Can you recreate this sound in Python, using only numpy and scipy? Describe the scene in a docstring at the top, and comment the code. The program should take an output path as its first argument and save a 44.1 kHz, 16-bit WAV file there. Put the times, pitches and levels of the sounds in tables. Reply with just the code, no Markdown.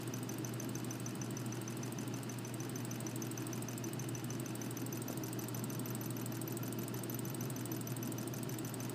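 """A small homemade solenoid engine runs evenly on a bench, about 6.5 turns a second, close to a hand-held camera.
In every turn the cam snaps a microswitch, the steel plunger and its rod knock at both ends of the stroke,
and the switch lets go with a scratchy double tick: bursts of noise, dry or ringing the parts' resonances.
The flywheel rushes as filtered noise; under it the power supply hums in sines and its fan rumbles in noise.
The microphone moves closer halfway through, with two brief rustles and a bump."""
import sys
import numpy as np
from scipy import signal
from scipy.fft import rfft, irfft, next_fast_len
from scipy.io import wavfile
from scipy.ndimage import map_coordinates

SR = 44100
rng = np.random.default_rng(int(sys.argv[2]) if len(sys.argv) > 2 else 0)


def materialize(psi):
    """Save the field psi as 16-bit PCM at rate SR to the path in sys.argv[1].

    A 1-D psi becomes a single channel; in a 2-D psi each row is a channel.
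    """
    bounded = np.clip(np.atleast_2d(psi).T, -1, 1)
    quanta = np.round(bounded * 32767).astype(np.int16)
    wavfile.write(sys.argv[1], SR, quanta)


N = 394430
HIT_SIZE = 4096  # samples laid down for each blow

# How near the microphone is to the switch and crank; each source follows it to its own degree.
# Each row: time in seconds, nearness in dB.
NEARNESS = [(0, -2), (2, -2.5), (4.3, -2.5), (5.2, 0.5), (7, 0), (8.9, 0.5)]
# Colour of the sliding cam and switch lever, also of the rod's dry touch.
# Each row: frequency in Hz, relative level in dB per Hz.
SCRATCH_COLOUR = [(1500, -32), (3500, -4.5), (5000, 4.5), (8000, 8), (11000, 3.5), (14000, 0), (16000, -12)]


def amp(db):
    """Decibels to gain."""
    return 10 ** (np.asarray(db) / 20)


def unit(x):
    """Each row at rms 1."""
    return x / np.sqrt(np.mean(x ** 2, axis=-1, keepdims=True) + 1e-20)


def wobble(rate):
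    """A smooth random curve, rate knots a second."""
    knots = rng.standard_normal(int(N * rate / SR) + 4)
    return map_coordinates(knots, [np.arange(N) * rate / SR])


def along(curve, times):
    """A (seconds, value) table read at the given times."""
    return np.interp(times, *np.transpose(curve))


def shape(points):
    """The response through (Hz, dB) points on a log axis."""
    hz, db = np.transpose(points)
    return lambda f: amp(np.interp(np.log(f + 1), np.log(hz), db))


def filtered(x, response):
    """Each row of x through a response of frequency."""
    n = x.shape[-1]
    padded = next_fast_len(n + HIT_SIZE)
    spectrum = rfft(x, padded) * response(np.fft.rfftfreq(padded, 1 / SR))
    return irfft(spectrum, padded)[..., :n]


def noise(response):
    """Coloured noise of rms 1."""
    return unit(filtered(rng.standard_normal(N), response))


def scatter(times, spread):
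    """A fresh random offset for each turn."""
    return spread * rng.standard_normal(len(times))


def engine():
    """All contacts of every turn: levels drift as the microphone moves and vary a little from turn to turn."""
    # Level of the switch's snap at the moving microphone. Each row: time in seconds, level in dB.
    snap_level = [(0, -52.5), (1.3, -53), (2.5, -52), (3, -49.5), (4.9, -50), (5.7, -48), (8.9, -49)]
    # The plunger's low ring, which fades while the microphone is over the switch.
    # Each row: time in seconds, level in dB.
    low_ring_level = [(0.5, -45), (2.3, -49), (3.2, -45.4), (5.5, -49), (5.9, -54), (6.8, -56.5),
                      (7.4, -48), (8.9, -50.5)]
    # The plunger's high ring, which grows as the microphone comes close.
    # Each row: time in seconds, level in dB.
    high_ring_level = [(0, -59.5), (0.65, -54.5), (1.1, -64), (2.4, -65), (3, -56.5), (4.5, -60.5),
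                       (4.75, -51.5), (6.4, -48.5), (8.9, -55)]
    snap_s = turn_times()
    near_db = along(NEARNESS, snap_s)
    # the switch snaps much alike every turn; the loose rod seats differently (spreads in dB)
    snap_db = along(snap_level, snap_s) + scatter(snap_s, 0.4)
    low_db = along(low_ring_level, snap_s) + scatter(snap_s, 0.5)
    high_db = along(high_ring_level, snap_s) + scatter(snap_s, 2)
    return microswitch(snap_s, snap_db, near_db) + plunger(snap_s, low_db, high_db, near_db)


def turn_times():
    """When the cam meets the switch; the flywheel is already spinning, so one turn lies before the start."""
    # The flywheel's speed sags a little, then holds. Each row: time in seconds, turns a second.
    speed = [(0, 6.5044), (1.88, 6.4877), (4.48, 6.4431), (8.94, 6.452)]
    first_snap_s = 0.0752
    t = np.arange(-SR // 5, N) / SR
    turns = np.cumsum(along(speed, t)) / SR
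    turns -= np.interp(first_snap_s, t, turns)
    return np.interp(np.arange(-1, turns[-1]), turns, t)


def microswitch(s, snap_db, near_db):
    """The cam snaps the switch over and it bounces; later the lever slides off and the contact drops back."""
    # The switch's resonances. Each row: frequency in Hz, width in Hz, relative level in dB.
    switch_modes = [(3860, 930, -12.5), (6850, 900, -60), (8130, 250, -11.5), (8360, 470, 0),
                    (8660, 130, -12), (10520, 1930, -7), (11300, 620, -15.5), (12700, 400, -9),
                    (15100, 230, -10), (14950, 200, -9.5)]
    snap = ring(s + 0.0005, snap_db + 0.16, switch_modes, rise=0.0003, t60=0.018, grit_db=6.5)
    crack = tick(s, snap_db - 11.5, SCRATCH_COLOUR, rise=0.0001, t60=0.003, grit_db=3)
    bounce_db = snap_db - 23 + scatter(s, 2.2)
    bounce = ring(s + 0.0085, bounce_db, switch_modes, rise=0.00088, t60=0.021, grit_db=6)
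    # the scratchy double tick as the switch lets go
    slide_db = near_db - 58.5 + scatter(s, 1.5)
    drop_db = near_db - 53.5 + scatter(s, 0.31)
    slide_s = s + 0.0855 + scatter(s, 0.0005)
    drop_s = s + 0.0922 + scatter(s, 0.0005)
    slide = tick(slide_s, slide_db, SCRATCH_COLOUR, rise=0.0007, t60=0.024, grit_db=4)
    drop = tick(drop_s, drop_db, SCRATCH_COLOUR, rise=0.0004, t60=0.034, grit_db=4)
    return snap + crack + bounce + slide + drop


def plunger(s, low_db, high_db, near_db):
    """The rod takes up its play at each end of the stroke: the steel rings and the frame is knocked."""
    # The plunger's two rings, low then high. Each row: frequency in Hz, width in Hz, relative level in dB.
    low_modes = [(5560, 200, -12), (6092, 90, 0), (6900, 450, -19)]
    high_modes = [(12065, 75, 0), (12130, 450, -9)]
    # The aluminium frame under a knock. Each row: frequency in Hz, width in Hz, relative level in dB.
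    frame_modes = [(667, 380, -1.5), (1433, 245, -1), (2604, 250, -2), (4900, 730, -7.5)]
    # the two ends of the stroke, in seconds after the switch's snap
    pull = s + 0.0612 + scatter(s, 0.0003)
    back = s + 0.1088 + scatter(s, 0.0003)
    # the pull seats the rod over a few milliseconds, so its low ring swells
    low = ring(pull + 0.0006, low_db + 0.5, low_modes, rise=0.001, t60=0.006, grit_db=1)
    back_low_db = near_db - 57.5 + scatter(s, 1.5)
    low += ring(back, back_low_db, low_modes, rise=0.0005, t60=0.014, grit_db=3)
    high = ring(pull, high_db + 0.7, high_modes, rise=0.0004, t60=0.005, grit_db=2)
    back_high_db = high_db - 2.5 + scatter(s, 1.5)
    high += ring(back, back_high_db, high_modes, rise=0.0002, t60=0.004, grit_db=2)
    pull_knock_db = -59 + scatter(s, 0.65)
    knock = ring(pull + 0.000995, pull_knock_db, frame_modes, rise=0.00016, t60=0.038, grit_db=0.5)
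    knock += ring(back, -59.5 + scatter(s, 1), frame_modes, rise=0.00028, t60=0.031, grit_db=2)
    pull_touch_db = near_db - 63 + scatter(s, 1)
    touch = tick(pull, pull_touch_db, SCRATCH_COLOUR, rise=0.0002, t60=0.016, grit_db=3)
    back_touch_db = near_db - 57.5 + scatter(s, 1)
    touch += tick(back, back_touch_db, SCRATCH_COLOUR, rise=0.0005, t60=0.013, grit_db=3)
    return low + high + knock + touch


def ring(times, db, modes, rise, t60, grit_db):
    """Blows that ring a part's resonances in the same balance every time."""
    force = chatter(len(times), rise, t60, grit_db)
    hits = sum(amp(level) * unit(filtered(force, mode(hz, width))) for hz, width, level in modes)
    return place(times, db, hits)


def tick(times, db, spectrum, rise, t60, grit_db):
    """Dry contacts without a ring."""
    force = chatter(len(times), rise, t60, grit_db)
    return place(times, db, unit(filtered(force, shape(spectrum))))


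def chatter(count, rise, t60, grit_db):
    """Contact forces, one row a blow: a short dying run of uneven tiny impacts; rise and t60 in seconds."""
    t = np.arange(HIT_SIZE) / SR
    draw = rng.standard_normal((count, 2, HIT_SIZE))
    impacts = draw[:, 0] * amp(grit_db * draw[:, 1])
    return impacts * (1 - np.exp(-t / rise)) * np.exp(-np.log(1000) * t / t60)


def mode(hz, width):
    """A resonance with steep skirts: it rings up softly and leaves the valleys beside it dark."""
    peak = lambda f: 1j * f * width / (hz * hz - f * f + 1j * f * width)
    return lambda f: peak(f) / (1 + 1j * (f - hz) / (4 * width)) ** 3


def place(times, db, hits):
    """Lay rows at their times; for a row of rms 1, db is its whole energy as an rms over 15 ms."""
    gain = amp(db)[:, None] * np.sqrt(0.015 * SR / HIT_SIZE)
    where = np.round(times * SR).astype(int)[:, None] + np.arange(HIT_SIZE)
    inside = (where >= 0) & (where < N)
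    return np.bincount(where[inside], (hits * gain)[inside], N)


def room(x, onset, t60, count):
    """A short diffuse answer from bench and nearby walls.

    It is drawn anew for each of count equal stretches so no single tail colours the whole."""
    t = np.arange(SR // 5) / SR
    envelope = np.exp(-np.log(1000) * t / t60) * (1 - np.exp(-(t / onset) ** 2))
    tails = rng.standard_normal((count, len(t))) * envelope
    wet = np.zeros(N + len(t))
    for part, tail in zip(np.array_split(np.arange(N), count), tails):
        answer = signal.fftconvolve(x[part], tail / np.linalg.norm(tail))
        wet[part[0]:][:len(answer)] += answer
    return wet[:N]


def flywheel():
    """The spinning wheel's even rush; its whirr changes colour as the microphone nears the crank."""
    # Running whirr. Each row: frequency in Hz, width in Hz, level in dB at nearness 0,
    # dB gained per dB of nearness to the crank.
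    whirr_modes = [(624.6, 33, -62.5, 1), (681.7, 24, -65.5, 0), (803, 33, -69.5, -1), (926, 94, -64, 1.1),
                   (1357, 31, -67, 1), (1724, 470, -69.5, -1.2), (2610, 345, -67, -0.96),
                   (2987, 160, -69, -.5)]
    # Running noise of flywheel and room air. Each row: frequency in Hz, relative level in dB per Hz.
    air_colour = [(100, -6.5), (500, -3), (800, -0.5), (1150, 0), (1550, -3), (2000, -6), (2700, -15),
                  (3400, -9.5), (5100, -9), (5700, -14), (7000, -14), (10500, -18.5), (13000, -22),
                  (16000, -27)]
    near_db = along(NEARNESS, np.arange(N) / SR)
    whirr = sum(amp(db + gain * near_db) * noise(mode(hz, width)) for hz, width, db, gain in whirr_modes)
    return whirr + amp(-55 + 0.39 * wobble(4.9)) * noise(shape(air_colour))


def supply():
    """The transformer hums at twice the mains rate beside a faint higher tone; the draught booms in the case."""
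    # Steady tones. Each row: frequency in Hz, level in dB.
    hum_tones = [(120, -47.5), (517, -73)]
    # The supply's fan and case. Each row: frequency in Hz, relative level in dB per Hz.
    fan_colour = [(20, -42), (50, -36), (80, -21), (100, -16), (130, -1), (160, -5), (210, -0.5),
                  (280, -0.5), (300, -5.5), (345, -3), (400, -7), (480, -16), (700, -23), (1500, -58)]
    # Resonances of the supply's case. Each row: frequency in Hz, width in Hz, relative level in dB.
    case_modes = [(137.5, 12.8, 1.5), (227.8, 13, -6.5), (250, 3, -12), (271.9, 13.6, -6),
                  (320.5, 8.9, 0.5), (333.3, 15, -2.5)]
    t = np.arange(N) / SR
    hum = np.zeros(N)
    for hz, db in hum_tones:
        level = amp(db + 0.1 * wobble(4.3)) * np.sqrt(2)
        hum += level * np.sin(2 * np.pi * hz * t + 0.05 * wobble(4.3))
    boom = sum(amp(db) * noise(mode(hz, width)) for hz, width, db in case_modes)
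    draught = amp(-45) * noise(shape(fan_colour)) + amp(-55) * boom
    return hum + draught * amp(0.13 * wobble(2.55) + 0.25 * along(NEARNESS, t))


def handling():
    """Soft rustles of swelling noise and a small dull bump as the camera is moved."""
    # The hand rubs the camera. Each row: middle in seconds, peak level in dB, half-length in seconds.
    rubs = [(4.645, -59, .05), (5.115, -57, .014)]
    # Colour of the rubbing. Each row: frequency in Hz, relative level in dB per Hz.
    rustle_colour = [(3000, -20), (7000, -9), (12500, 2), (15000, -3)]
    # A soft bump on the camera. Each row: start in seconds, level in dB.
    bumps = [(5.101, -44.5)]
    # Colour of the bump. Each row: frequency in Hz, relative level in dB per Hz.
    thud_colour = [(60, -25), (150, -6), (360, 2), (600, -3), (1000, -20), (1500, -34), (4000, -60)]
    t = np.arange(N) / SR
    swell = sum(amp(db) * np.exp(-((t - s) / half) ** 2) for s, db, half in rubs)
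    rustle = swell * noise(shape(rustle_colour))
    bump = tick(*np.transpose(bumps), thud_colour, rise=0.0005, t60=0.004, grit_db=1)
    return rustle + bump


def scene():
    """The engine in its room, over the flywheel's rush, the supply's hum and the handling."""
    clicks = engine()
    walls = amp(-12) * room(clicks, onset=0.003, t60=0.07, count=40)
    return (clicks + walls + flywheel() + supply() + handling())[None]


def record(dry):
    """The camera keeps almost nothing above its band limit, a very steep cut."""
    top_hz = 15200
    return filtered(dry, lambda f: 1 / np.sqrt(1 + (f / top_hz) ** 200))


dry = scene()
out = record(dry)
materialize(out)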